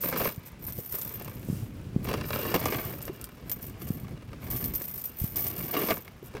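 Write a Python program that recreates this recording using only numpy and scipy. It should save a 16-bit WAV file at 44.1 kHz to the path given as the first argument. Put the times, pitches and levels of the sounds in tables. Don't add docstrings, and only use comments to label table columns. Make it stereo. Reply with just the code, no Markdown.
import sys
import numpy as np
from scipy import signal
from scipy.fft import rfft, irfft, next_fast_len
from scipy.io import wavfile
from scipy.ndimage import uniform_filter1d

SR = 44100
rng = np.random.default_rng(int(sys.argv[2]) if len(sys.argv) > 2 else 0)


def transcribe(u):
    v = np.clip(np.atleast_2d(u).T, -1, 1)
    q = np.round(v * 32767).astype(np.int16)
    wavfile.write(sys.argv[1], SR, q)


N = 282229
TIME = np.arange(N) / SR

# middle_s, half_length_s, left_relative_db, right_relative_db
GUSTS = [(0.144, 0.13, -46, -47), (0.683, 0.14, -42, -46), (1.507, 0.32, -41.5, -36.5),
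         (2.26, 0.53, -41.5, -34.5), (4.05, 0.49, -47, -38), (4.628, 0.096, -32.5, -49.5),
         (5.387, 0.096, -35.5, -46), (5.614, 0.057, -37.5, -49)]
BREEZE_DB = [-50.5, -46.5]
# frequency_hz, gain_db
RUMBLE_SPECTRUM = [(20, -23.5), (50, -2), (120, 1), (310, -10), (550, -23), (1500, -48)]
# start_s, swell_peak_db, nominal_hz
BUFFETS = [(.378, -20.5, 121), (.783, -23, 119), (1.487, -15.5, 220), (1.499, -11.5, 138.7),
           (1.528, -15.5, 166), (1.962, -6, 175), (2.855, -22, 109.5), (3.904, -10, 163),
           (5.215, -15.5, 77), (5.24, -13, 136)]
# start_s, relative_peak_db, resonance_hz
BUMPS = [(0.782, -37, 456), (3.091, -29.5, 380), (6.226, -36, 350), (6.349, -30, 420)]
# frequency_hz, gain_db
AIR_SPECTRUM = [(100, -2), (1300, 5.5), (3500, -4), (16000, -20)]
# start_s, length_s, relative_db, settling_db_per_s
SQUEEZES = [(.04, 0.076, -42, 196), (.13, 0.14, -36.5, 227), (.94, 0.32, -51.5, 39.5),
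            (2.07, 0.032, -37.5, 45), (2.34, .4, -37.5, 50), (3.1, 1.24, -57.5, 100), (4.43, 0.2, -49, 43),
            (5.36, 0.57, -47.5, 102), (5.74, 0.073, -35.5, 120.5), (5.895, 0.02, -29.5, 620),
            (6.35, 0.014, -44.5, 398.5)]
# start_s, relative_peak_db, resonance_hz
SNAPS = [(0.037, -27.5, 1180), (0.058, -25, 346), (0.126, -22, 1130), (0.161, -20.5, 1310),
         (0.204, -21.5, 690), (0.216, -22.5, 710), (0.254, -19, 1140), (0.274, -24, 394),
         (0.68, -37.5, 1090), (0.941, -31, 620), (1.212, -33.5, 750), (1.278, -33, 1080),
         (2.05, -27.5, 700), (2.113, -23.5, 635), (2.139, -18, 1252), (2.211, -23.5, 1820),
         (2.305, -22, 635), (2.331, -20.5, 2200), (2.359, -23.5, 1180), (2.541, -13.5, 1080),
         (2.55, -15.5, 1210), (2.56, -16.5, 590), (2.656, -18, 1180), (2.723, -22.5, 1120),
         (2.745, -21, 1245), (3.079, -30.5, 680), (3.817, -36.5, 1226), (4.081, -37, 1270),
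         (4.331, -35.5, 1300), (4.811, -33, 1207), (5.604, -34, 2270), (5.766, -24, 2730),
         (5.833, -24, 720), (5.886, -20.5, 1038), (5.905, -17.5, 660), (5.97, -32, 1020),
         (6.078, -37, 2180), (6.368, -31, 1589)]
# frequency_hz, gain_db
SHEET_SPECTRUM = [(60, -9.5), (200, 3), (370, 4), (540, -2), (1130, 2), (1500, -1.5), (2700, -7.5),
                  (3100, -11), (4800, -11.5), (7500, -21), (16000, -20.5)]
# start_s, length_s, relative_db, settling_db_per_s
PULLS = [(0.02, 0.073, -27, 331), (.175, .095, -28, 220), (.455, 0.036, -45.5, 550),
         (.63, 0.067, -37.5, 111), (.76, 0.17, -38, 100), (.928, 0.042, -29.5, 52),
         (2.045, 0.065, -42.5, 152), (2.26, 0.073, -38, 100), (2.34, 0.49, -34.5, 54.5),
         (3.485, 0.032, -42.5, 126), (3.63, 0.033, -37.5, 371), (3.805, 0.16, -43.5, 173),
         (4.43, 0.06, -46, 96), (4.5, 0.17, -30.5, 201), (4.745, 0.3, -34, 197), (5.18, 0.064, -32, 90),
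         (5.365, 0.1, -25.5, 174), (5.565, .185, -33.5, 100), (5.77, .16, -30, 186.5),
         (6.245, 0.026, -49, 404.5)]
# start_s, ring_relative_db, crack_relative_db
CLINKS = [(0.6667, -21, -52), (0.7234, -28, -42.5), (1.0144, -24, -33.5), (1.1392, -24, -45),
          (1.2458, -38, -43), (2.5432, -18, -35), (2.656, -37, -29), (3.017, -41.5, -42),
          (3.0255, -27, -42), (3.053, -29, -42.5), (3.2134, -38, -40), (3.2416, -35, -36),
          (3.4963, -24, -33), (3.5158, -16.5, -31.5), (3.8189, -30, -42), (4.6415, -19, -35.5),
          (4.7375, -20, -41), (4.751, -19, -36.5), (4.756, -15, -48.5), (4.8185, -23, -39.5),
          (4.9395, -27, -53), (5.0405, -22, -42), (5.056, -20, -45), (5.1858, -25.5, -47),
          (5.359, -28.5, -33), (5.4666, -24, -34.5), (5.563, -27.5, -44), (5.7105, -18, -40)]
# ratio_to_pitch, level_db, t60_s
LINK_MODES = [(.425, -26, .06), (.712, -17, .06), (.86, -24, .06), (1, 0, .06), (1.003, -19, .2),
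              (1.018, -6, .035), (1.105, -10, .03)]
LINK_HZ = [13100, 13400, 13650, 13780, 13860, 14080]
# frequency_hz, gain_db
TICK_SPECTRUM = [(300, -1), (1100, 1), (3000, -7), (5000, -3), (10000, -0.5), (12000, -3), (14000, 5),
                 (16000, -8.5)]
# frequency_hz, gain_db
RIGHT_MIC = [(500, 1.5), (950, -9.5), (1650, -16.5), (2200, -9), (4300, -17), (6000, -31), (14000, -47)]

AIR_DB, RIGHT_AIR_DB = -54.5, -58.0
SQUEEZE_RISE_DB_PER_S, SACK_REST_DB = 370, -62
PULL_RISE_DB_PER_S, HANGING_DB = 735, -73
CRACK_LOW_HZ = 1760
GROUND_ECHO_S, GROUND_ECHO_DB = 0.001784, -11.5
RIGHT_LAG_S = .00036
CUTOFF_HZ = 15850


def from_db(db):
    return 10 ** (np.asarray(db) / 20)


def rms_one(x):
    return x / np.sqrt(np.mean(x ** 2) + 1e-20)


def add(track, s, sound):
    at = int(np.clip(s * SR, 0, N - 1))
    track[at:at + len(sound)] += sound[:N - at]


def delayed(x, s):
    return np.interp(TIME - s, TIME, x)


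def drift(rate):
    return rms_one(np.interp(TIME * rate, np.arange(4096), rng.standard_normal(4096)))


def high_pass(x, hz):
    return signal.sosfilt(signal.butter(1, hz, "high", fs=SR, output="sos"), x)


def spectrum_gain(spectrum):
    size = 2 * next_fast_len(N // 2 + 4096)
    hz, db = np.transpose(spectrum)
    bins = np.maximum(np.arange(size // 2 + 1) * SR / size, 1)
    return size, from_db(np.interp(np.log(bins), np.log(hz), db))


def colour(x, spectrum):
    size, gain = spectrum_gain(spectrum)
    cepstrum = irfft(np.log(gain))
    cepstrum[1:size // 2] *= 2
    cepstrum[size // 2 + 1:] = 0
    return irfft(rfft(x, size) * np.exp(rfft(cepstrum)))[:N]


def muffled(x, spectrum):
    size, gain = spectrum_gain(spectrum)
    return irfft(rfft(x, size) * gain)[:N]


def ring(clicks, hz, t60):
    radius = from_db(-60 / (t60 * SR))
    angle = 2 * np.pi * hz / SR
    feedback = [1, -2 * radius * np.cos(angle), radius * radius]
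    return signal.lfilter([0, np.sin(angle)], feedback, clicks + 1e-18)


def dying_noise(t60, size=2048):
    burst = rng.standard_normal(size) * from_db(-60 * TIME[:size] / t60)
    return burst / np.linalg.norm(burst)


def contacts(per_s, spread_db):
    strength_db = spread_db * np.minimum(rng.exponential(1, N), 3.5)
    sizes = from_db(strength_db) * rng.choice([-1, 1], N)
    return sizes * (rng.random(N) < per_s / SR)


def evened(x, span):
    power = uniform_filter1d(x ** 2, max(int(span * SR), 1))
    floor = 0.0034 * np.mean(x ** 2)
    return x / np.sqrt(np.maximum(power, 0) + floor)


def movement(rows, rise_db_per_s, rest_db):
    power = from_db(rest_db) ** 2
    for start_s, length_s, level_db, settling_db_per_s in rows:
        early = np.maximum(start_s - TIME, 0)
        late = np.maximum(TIME - start_s - length_s, 0)
        drop_db = np.minimum(rise_db_per_s * early + settling_db_per_s * late, 120)
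        power = power + from_db(level_db - drop_db) ** 2
    return 10 * np.log10(power)


def crackle(clicks, t60, low_lingers, patchy_db):
    out = np.zeros(N)
    edges = np.geomspace(90, 17000, 12)
    at = np.flatnonzero(clicks)
    for low, high in zip(edges, edges[1:]):
        patch = np.clip(rng.standard_normal(len(at)), -2, 1)
        energy = np.zeros(N)
        energy[at] = (clicks[at] * from_db(patchy_db * patch)) ** 2
        band_t60 = t60 * (np.sqrt(low * high) / 1000) ** -low_lingers
        keep = from_db(-120 / (SR * band_t60))
        stored = signal.lfilter([1 - keep], [1, -keep], energy + 1e-18)
        noise = np.sqrt(stored) * rng.standard_normal(N)
        out += signal.sosfilt(signal.butter(2, [low, high], "band", fs=SR, output="sos"), noise)
    return out


def knocks(rows, level_db, t60, width_hz):
    out = np.zeros(N)
    for start_s, peak_db, resonance_hz in rows:
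        knock = ring(dying_noise(t60), resonance_hz, 2.2 / width_hz)
        add(out, start_s, from_db(peak_db + level_db) * knock / np.abs(knock).max())
    return out


def air_hush(level_db):
    return from_db(level_db) * rms_one(colour(rng.standard_normal(N), AIR_SPECTRUM))


def wind(level_db, lumpy_db):
    power = from_db(BREEZE_DB)[:, None] ** 2
    for middle_s, half_length_s, left_db, right_db in GUSTS:
        swell = np.exp(-((TIME - middle_s) / half_length_s) ** 2)
        power = power + from_db([[left_db], [right_db]]) ** 2 * swell
    microphones = []
    for mic_power in power:
        eddies = from_db(level_db + lumpy_db * np.tanh(drift(30)))
        rumble = rms_one(colour(rng.standard_normal(N), RUMBLE_SPECTRUM))
        microphones.append(np.sqrt(mic_power) * eddies * rumble)
    return np.array(microphones)


def buffets(cycles, sag, size=4000):
    out = np.zeros(N)
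    for start_s, peak_db, nominal_hz in BUFFETS:
        turns = TIME[:size] * nominal_hz
        swell = turns / cycles * np.exp(1 - turns / cycles)
        swing = np.sin(2 * np.pi * 1.45 * np.log1p(sag * turns) / sag)
        add(out, start_s, from_db(peak_db) * swell * swing)
    return out


def sack(crinkle_db, snap_db, per_s, spread_db):
    crumple_db = movement(SQUEEZES, SQUEEZE_RISE_DB_PER_S, SACK_REST_DB)
    crease_rate = per_s * from_db(.3 * (crumple_db + 36.5))
    creases = evened(contacts(crease_rate, spread_db), span=0.076)
    creases = from_db(crumple_db + crinkle_db) * creases
    snaps = np.zeros(N)
    for start_s, peak_db, _ in SNAPS:
        add(snaps, start_s, from_db([peak_db + snap_db]))
    crinkle = crackle(creases, t60=.052, low_lingers=.25, patchy_db=4.5)
    snapping = crackle(snaps, t60=.045, low_lingers=.35, patchy_db=2)
    sheet = colour(crinkle + snapping, SHEET_SPECTRUM)
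    return sheet + knocks(SNAPS, level_db=0.5, t60=.025, width_hz=160)


def slide(middle_s, half_length_s, level_db):
    swell = np.exp(-((TIME - middle_s) / half_length_s) ** 2)
    return from_db(level_db) * swell * rms_one(colour(rng.standard_normal(N), TICK_SPECTRUM))


def slack(depth, length_s, size=4000):
    falling = np.zeros(N)
    for start_s, *_ in CLINKS:
        add(falling, start_s - size / SR, np.exp(-TIME[:size][::-1] / length_s))
    return 1 - depth * np.minimum(falling, 1)


def link(clicks, hz):
    out = 0
    for ratio, level_db, t60_s in LINK_MODES:
        gain = from_db(level_db + rng.normal(0, 1))
        mode_hz = hz * ratio * (1 + (ratio - 1) * rng.normal(0, .06))
        out = out + gain * ring(clicks, mode_hz, t60_s)
    return out


def rattle(ring_db, tick_db, tick_growth):
    shake_db = movement(PULLS, PULL_RISE_DB_PER_S, HANGING_DB)
    effort_db = shake_db + 30
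    clicks = contacts(per_s=700 * from_db(.45 * effort_db), spread_db=3.8)
    pitches = np.repeat(LINK_HZ, 2) * rng.normal(1, .005, 2 * len(LINK_HZ))
    wander = 4 * drift(20) + 2 * rng.standard_normal(N)
    struck = np.round(wander).astype(int) % len(pitches)
    firm = clicks * (np.abs(clicks) > 1.2)
    rings = sum(link(firm * (struck == k), hz) for k, hz in enumerate(pitches))
    ticks = colour(crackle(clicks, t60=.036, low_lingers=.25, patchy_db=3.0), TICK_SPECTRUM)
    ringing = from_db(shake_db + ring_db) * evened(rings, span=0.047)
    ticking = from_db(tick_db + tick_growth * effort_db) * evened(ticks, span=0.28)
    return (ringing + ticking) * slack(depth=.6, length_s=.022)


def clinks(ring_db, crack_db, chatter_s, rebound_db, size=6000, count=5):
    rings, cracks = np.zeros(N), np.zeros(N)
    for start_s, clash_ring_db, clash_crack_db in CLINKS:
        blows = np.zeros(size)
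        later = np.cumsum(rng.uniform(.2, 1, count)) * chatter_s
        rebounds = from_db(rebound_db * np.sqrt(np.arange(1, count + 1)))
        blows[np.minimum((later * SR).astype(int), size - 1)] = rebounds
        blows[0] = 1
        tone = link(blows, rng.choice(LINK_HZ))
        tone = tone / np.std(tone[:700])
        add(rings, start_s, from_db(clash_ring_db + ring_db) * tone)
        add(cracks, start_s, from_db(clash_crack_db + crack_db) * blows ** 2)
    cracks = colour(crackle(cracks, t60=.016, low_lingers=.2, patchy_db=2), TICK_SPECTRUM)
    return rings + high_pass(cracks, CRACK_LOW_HZ)


def scattering(x):
    short_waves = high_pass(x, 2000)
    return sum(drift(10) * signal.oaconvolve(short_waves, dying_noise(t60=.05))[:N] for _ in range(2))


def scene():
    wind_pair = wind(level_db=1.0, lumpy_db=5.0)
    bumps = knocks(BUMPS, level_db=9.5, t60=0.055, width_hz=64)
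    handling = np.array([buffets(cycles=0.37, sag=0.75), bumps])
    air = air_hush(AIR_DB + 2 * drift(10))
    crumpling = sack(crinkle_db=13.5, snap_db=30, per_s=830, spread_db=4.5)
    ground_echo = from_db(GROUND_ECHO_DB) * delayed(crumpling, GROUND_ECHO_S)
    chain = slide(middle_s=1.543, half_length_s=0.11, level_db=-44.0)
    chain = chain + clinks(ring_db=-8, crack_db=30.5, chatter_s=.005, rebound_db=-4.0)
    chain = chain + rattle(ring_db=1.5, tick_db=-39.5, tick_growth=0.67)
    left = chain + air + crumpling + ground_echo
    right = delayed(muffled(left, RIGHT_MIC), RIGHT_LAG_S)
    right = right + from_db(3) * scattering(right) + air_hush(RIGHT_AIR_DB)
    return np.array([left, right]) + wind_pair + handling


def record(dry):
    return signal.sosfilt(signal.ellip(12, .2, 70, CUTOFF_HZ, fs=SR, output="sos"), dry)


dry = scene()
out = record(dry)
transcribe(out)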